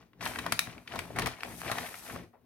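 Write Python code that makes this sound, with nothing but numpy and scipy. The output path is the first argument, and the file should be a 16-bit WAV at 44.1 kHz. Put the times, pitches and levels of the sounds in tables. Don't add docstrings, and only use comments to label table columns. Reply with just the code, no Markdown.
import sys
import numpy as np
from scipy import signal
from scipy.fft import rfft, irfft
from scipy.io import wavfile
from scipy.ndimage import uniform_filter1d, map_coordinates

SR = 44100
rng = np.random.default_rng(int(sys.argv[2]) if len(sys.argv) > 2 else 0)


def to_wav(sig):
    pcm = np.clip(np.atleast_2d(sig), -1, 1) * 32767
    pcm = np.round(pcm).astype(np.int16)
    wavfile.write(sys.argv[1], SR, pcm.T)


N = 108045
T = np.arange(N) / SR

# frequency in Hz, relative level in dB.
FLOOR_SPECTRUM = [(40, 0), (500, -4), (1300, -12), (7000, -34), (14000, -18)]
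# time in seconds, wall flexing in dB, crinkling in dB.
HANDLING = [(0, -54.5, -54), (.09, -73, -80.5), (.18, -58.5, -87), (.22, -43.5, -40.5), (.44, -46, -48),
            (.74, -53, -51.5), (.85, -61.5, -68), (.93, -47.5, -41.5), (1.13, -50, -58.5),
            (1.24, -38.5, -40.5), (1.37, -64.5, -54), (1.45, -47, -49), (1.57, -52, -56.5),
            (1.68, -46, -38.5), (1.84, -46.5, -43), (2.0, -63, -56), (2.13, -46, -44), (2.24, -51.5, -62),
            (2.31, -69.5, -95)]
# frequency in Hz, gain in dB.
BAG_MODES = [(125, 5), (167, 6.5), (229, 3), (288, -3.5)]
# frequency in Hz, gain in dB.
PAPER_MODES = [(660, -0.5), (930, -7), (1880, -6), (2310, -7)]
# reference frequency in Hz, relative level in dB.
CRINKLE_COLOURS = [(500, -1.5), (900, 2), (1500, -0.5), (2300, -3.5), (3600, -5.5), (5800, -8.5)]
# start in seconds, drive level in dB, reference pitch of the paper in Hz,
# treble drive against that level in dB, decay time of the treble in ms.
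CREASE_SNAPS = [(0.132, -42, 1800, -34, 2), (0.208, -23, 2210, -15.5, 4.2), (0.252, -23.5, 1520, 0, 5.2),
                (.26, -12, 1750, -28, 3.6), (.272, -25.5, 1560, -0.5, 3), (0.357, -19.5, 1920, -15, 2.6),
                (0.386, -15.5, 1980, -10, 4), (0.462, -12.5, 1280, -15, 2.56), (.521, -6, 1930, -5, 2.4),
                (0.591, -4, 2620, -1, 1.02), (0.671, -19.5, 1340, -23, 1.64), (0.78, -27.5, 2250, -24, 1),
                (0.875, -23, 2760, -24, 2.25), (0.936, -24, 1080, -18, 4.8), (.956, -19.5, 970, -9, 2.2),
                (0.989, -14, 1940, -8.5, 2.66), (1.1, -26.5, 630, -46, 3.9), (1.159, -20, 1430, -16, 8.2),
                (1.185, -12.5, 1620, -10, 5.1), (1.193, -17, 780, -4, 3.1), (1.219, -14.5, 2280, -11, 3.1),
                (1.258, -12, 1860, -9, 3.9), (1.269, -12.5, 1010, -9, 3.34), (1.407, -22, 3080, -22, 0.96),
                (1.433, -10.5, 2230, -13, 0.51), (1.445, -24, 600, -19, 5.5), (1.513, -31.5, 1140, -32, 4),
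                (1.616, -12.5, 1530, -15, 0.7), (1.714, -12, 1050, -9.5, 3.9),
                (1.783, -12, 1510, -13, 2.15), (1.941, -24, 1790, -30, 2.8), (2.097, -25, 1750, -21, 4.1),
                (2.159, -19.5, 1074, -19, 1.9), (2.33, -42, 755, -44.5, 14.3)]
# frequency in Hz, gain in dB.
SNAP_TREBLE = [(1500, -16), (3500, 1.5), (6800, -6), (10000, -4), (15000, -13.5)]
# time in seconds, level in dB.
SKIN_LEVELS = [(.18, -92), (.24, -49.5), (.6, -63.5), (.83, -69.5), (.95, -59.5), (1.38, -67.5),
               (1.44, -55.5), (1.65, -50), (2.12, -50), (2.32, -90)]
# frequency in Hz, relative level in dB.
SLIDE_SPECTRUM = [(1000, -8.5), (4000, -3), (12500, 2.5), (15000, -12)]
# start in seconds, drive level in dB.
WALL_THUMPS = [(.27, -37), (0.389, -36), (0.524, -30.5), (0.676, -33.5), (0.986, -33.5), (1.195, -31),
               (1.271, -29), (1.716, -31.5)]

MODE_Q = 7.5
CRINKLES_PER_S, CRINKLE_SPREAD_DB, CRINKLE_MS = 1500, 2.5, 3.14
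PAPER_STRETCH, TREBLE_LATE_S = 1.97, 0.0014
THUMP_MS = 1.1
BOOM_APART, PAPER_APART, TREBLE_APART = .22, .4, 1.0
FLOOR_DB = -74.5
ROOM_DB, ROOM_T60_S, ROOM_BASS_T60_S = -7.5, .26, .3
LEFT_DB, LEFT_LEAD = 4, 2.7
NOTCH_HZ, NOTCH_WIDTH_HZ, LOW_CUT_HZ, TOP_HZ = 7300, 500, 50, 16000


def undb(db):
    return 10 ** (np.asarray(db) / 20)


def unit(x):
    return x / np.sqrt(np.mean(x ** 2))


def band(x, lo_hz, hi_hz):
    return signal.sosfilt(signal.butter(2, [lo_hz, hi_hz], "band", fs=SR, output="sos"), x)


def ring(x, modes):
    return sum(undb(db) * signal.lfilter(*signal.iirpeak(hz, MODE_Q, SR), x) for hz, db in modes)


def colour(x, points):
    hz, db = np.array(points, float).T
    bins_hz = np.fft.rfftfreq(2048, 1 / SR)
    log_gain = np.interp(np.log(bins_hz + 1), np.log(hz), db) * np.log(10) / 20
    cepstrum = irfft(log_gain)
    cepstrum[1:1024] *= 2
    cepstrum[1025:] = 0
    impulse = irfft(np.exp(rfft(cepstrum)))
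    return signal.fftconvolve(x, impulse[None], axes=1)[:, :N]


def pair(x, apart):
    a = np.clip(apart, 0, 1)
    return (x[0] + a * x[1] * np.array([[1], [-1]])) / np.sqrt(1 + a * a)


def walk(rate):
    k = int(SR / rate)
    steps = np.repeat(rng.standard_normal(N // k + 1), k)
    return unit(uniform_filter1d(steps, k)[:N])


def catches(per_s, spread_db):
    struck = rng.random(N) < per_s / SR
    return struck * undb(spread_db * np.minimum(rng.exponential(size=N), 3.5))


def decay(hits, ms):
    return signal.lfilter([1], [1, -np.exp(-1000 / (ms * SR))], hits)


def curve(table, column):
    points = np.array(table)
    return undb(np.interp(T, points[:, 0], points[:, column]))


def burst(noise, ms):
    t, tau = np.arange(noise.shape[1]) / SR, ms / 1000
    env = (1 - np.exp(-t / (0.13 * tau))) * np.exp(-t / tau)
    roughness = undb(14.8 * uniform_filter1d(noise[2], size=24))
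    return unit(noise[:2] * roughness * env) * np.sqrt(np.mean(env ** 2))


def place(rows, apart):
    out = np.zeros((2, N + SR))
    for s, x in rows:
        start = int(s * SR)
        out[:, start:start + x.shape[1]] += x
    return pair(out[:, :N], apart)


def background():
    noise = pair(rng.standard_normal((2, N)), 1.0)
    return undb(FLOOR_DB) * unit(colour(noise, FLOOR_SPECTRUM))


def flexing():
    force = pair(rng.standard_normal((2, N)), BOOM_APART) * undb(3.2 * walk(20))
    return unit(ring(force, BAG_MODES) + band(force, 45, 132)) * curve(HANDLING, 1)


def crinkles():
    x = 0
    for hz, db in CRINKLE_COLOURS:
        env = decay(catches(CRINKLES_PER_S / len(CRINKLE_COLOURS), CRINKLE_SPREAD_DB), CRINKLE_MS)
        noise = pair(env * rng.standard_normal((2, N)), PAPER_APART)
        x = x + undb(db) * unit(band(noise, hz / 1.376, hz * 1.73))
    return unit(x + ring(x, PAPER_MODES)) * curve(HANDLING, 2)


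def room(x):
    t = T[:SR // 2]
    noise = rng.standard_normal((2, len(t))) * (1 - np.exp(-t / 0.00077))
    upper = band(noise, 1200, 21400) * undb(-60 * t / ROOM_T60_S)
    bass = band(pair(noise, .3), 90, 695) * undb(-60 * t / ROOM_BASS_T60_S)
    tail = upper + bass
    tail /= np.sqrt(np.sum(tail ** 2) / 2)
    return undb(ROOM_DB) * signal.fftconvolve(x, tail, axes=1)[:, :N]


def snaps():
    body_rows, treble_rows = [], []
    for s, db, hz, treble_db, ms in CREASE_SNAPS:
        noise = rng.standard_normal((3, 3000))
        body = band(burst(noise, ms * PAPER_STRETCH), hz / 2.2, hz * 1.327)
        body_rows.append((s, undb(db) * np.sqrt(1000 / hz) * body))
        treble_rows.append((s + TREBLE_LATE_S, undb(db + treble_db) * burst(noise, ms)))
    body = place(body_rows, PAPER_APART)
    treble = place(treble_rows, TREBLE_APART)
    return body + ring(body, PAPER_MODES) + colour(treble, SNAP_TREBLE)


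def sliding():
    grain = 1 + 0.4 * decay(catches(300, 2.4), 1.5)
    x = pair(rng.standard_normal((2, N)), TREBLE_APART) * grain * undb(1.6 * walk(40))
    return unit(colour(x, SLIDE_SPECTRUM)) * curve(SKIN_LEVELS, 1)


def thumps():
    u = T[:SR // 20] * 1000 / THUMP_MS
    push = np.tile(u * np.exp(1 - u), (2, 1))
    return ring(place([(s, undb(db) * push) for s, db in WALL_THUMPS], BOOM_APART), BAG_MODES)


def scene():
    bag = flexing() + crinkles() + snaps() + sliding() + thumps()
    bag = bag + room(bag) + background()
    left = map_coordinates(bag[0], [np.arange(N) + LEFT_LEAD], mode="nearest")
    return np.array([left * undb(LEFT_DB / 2), bag[1] * undb(-LEFT_DB / 2)])


def record(dry):
    x = signal.lfilter(*signal.iirnotch(NOTCH_HZ, NOTCH_HZ / NOTCH_WIDTH_HZ, SR), dry)
    x = signal.sosfilt(signal.butter(2, LOW_CUT_HZ, "high", fs=SR, output="sos"), x)
    return signal.sosfilt(signal.ellip(10, .2, 80, TOP_HZ, fs=SR, output="sos"), x)


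dry = scene()
out = record(dry)
to_wav(out)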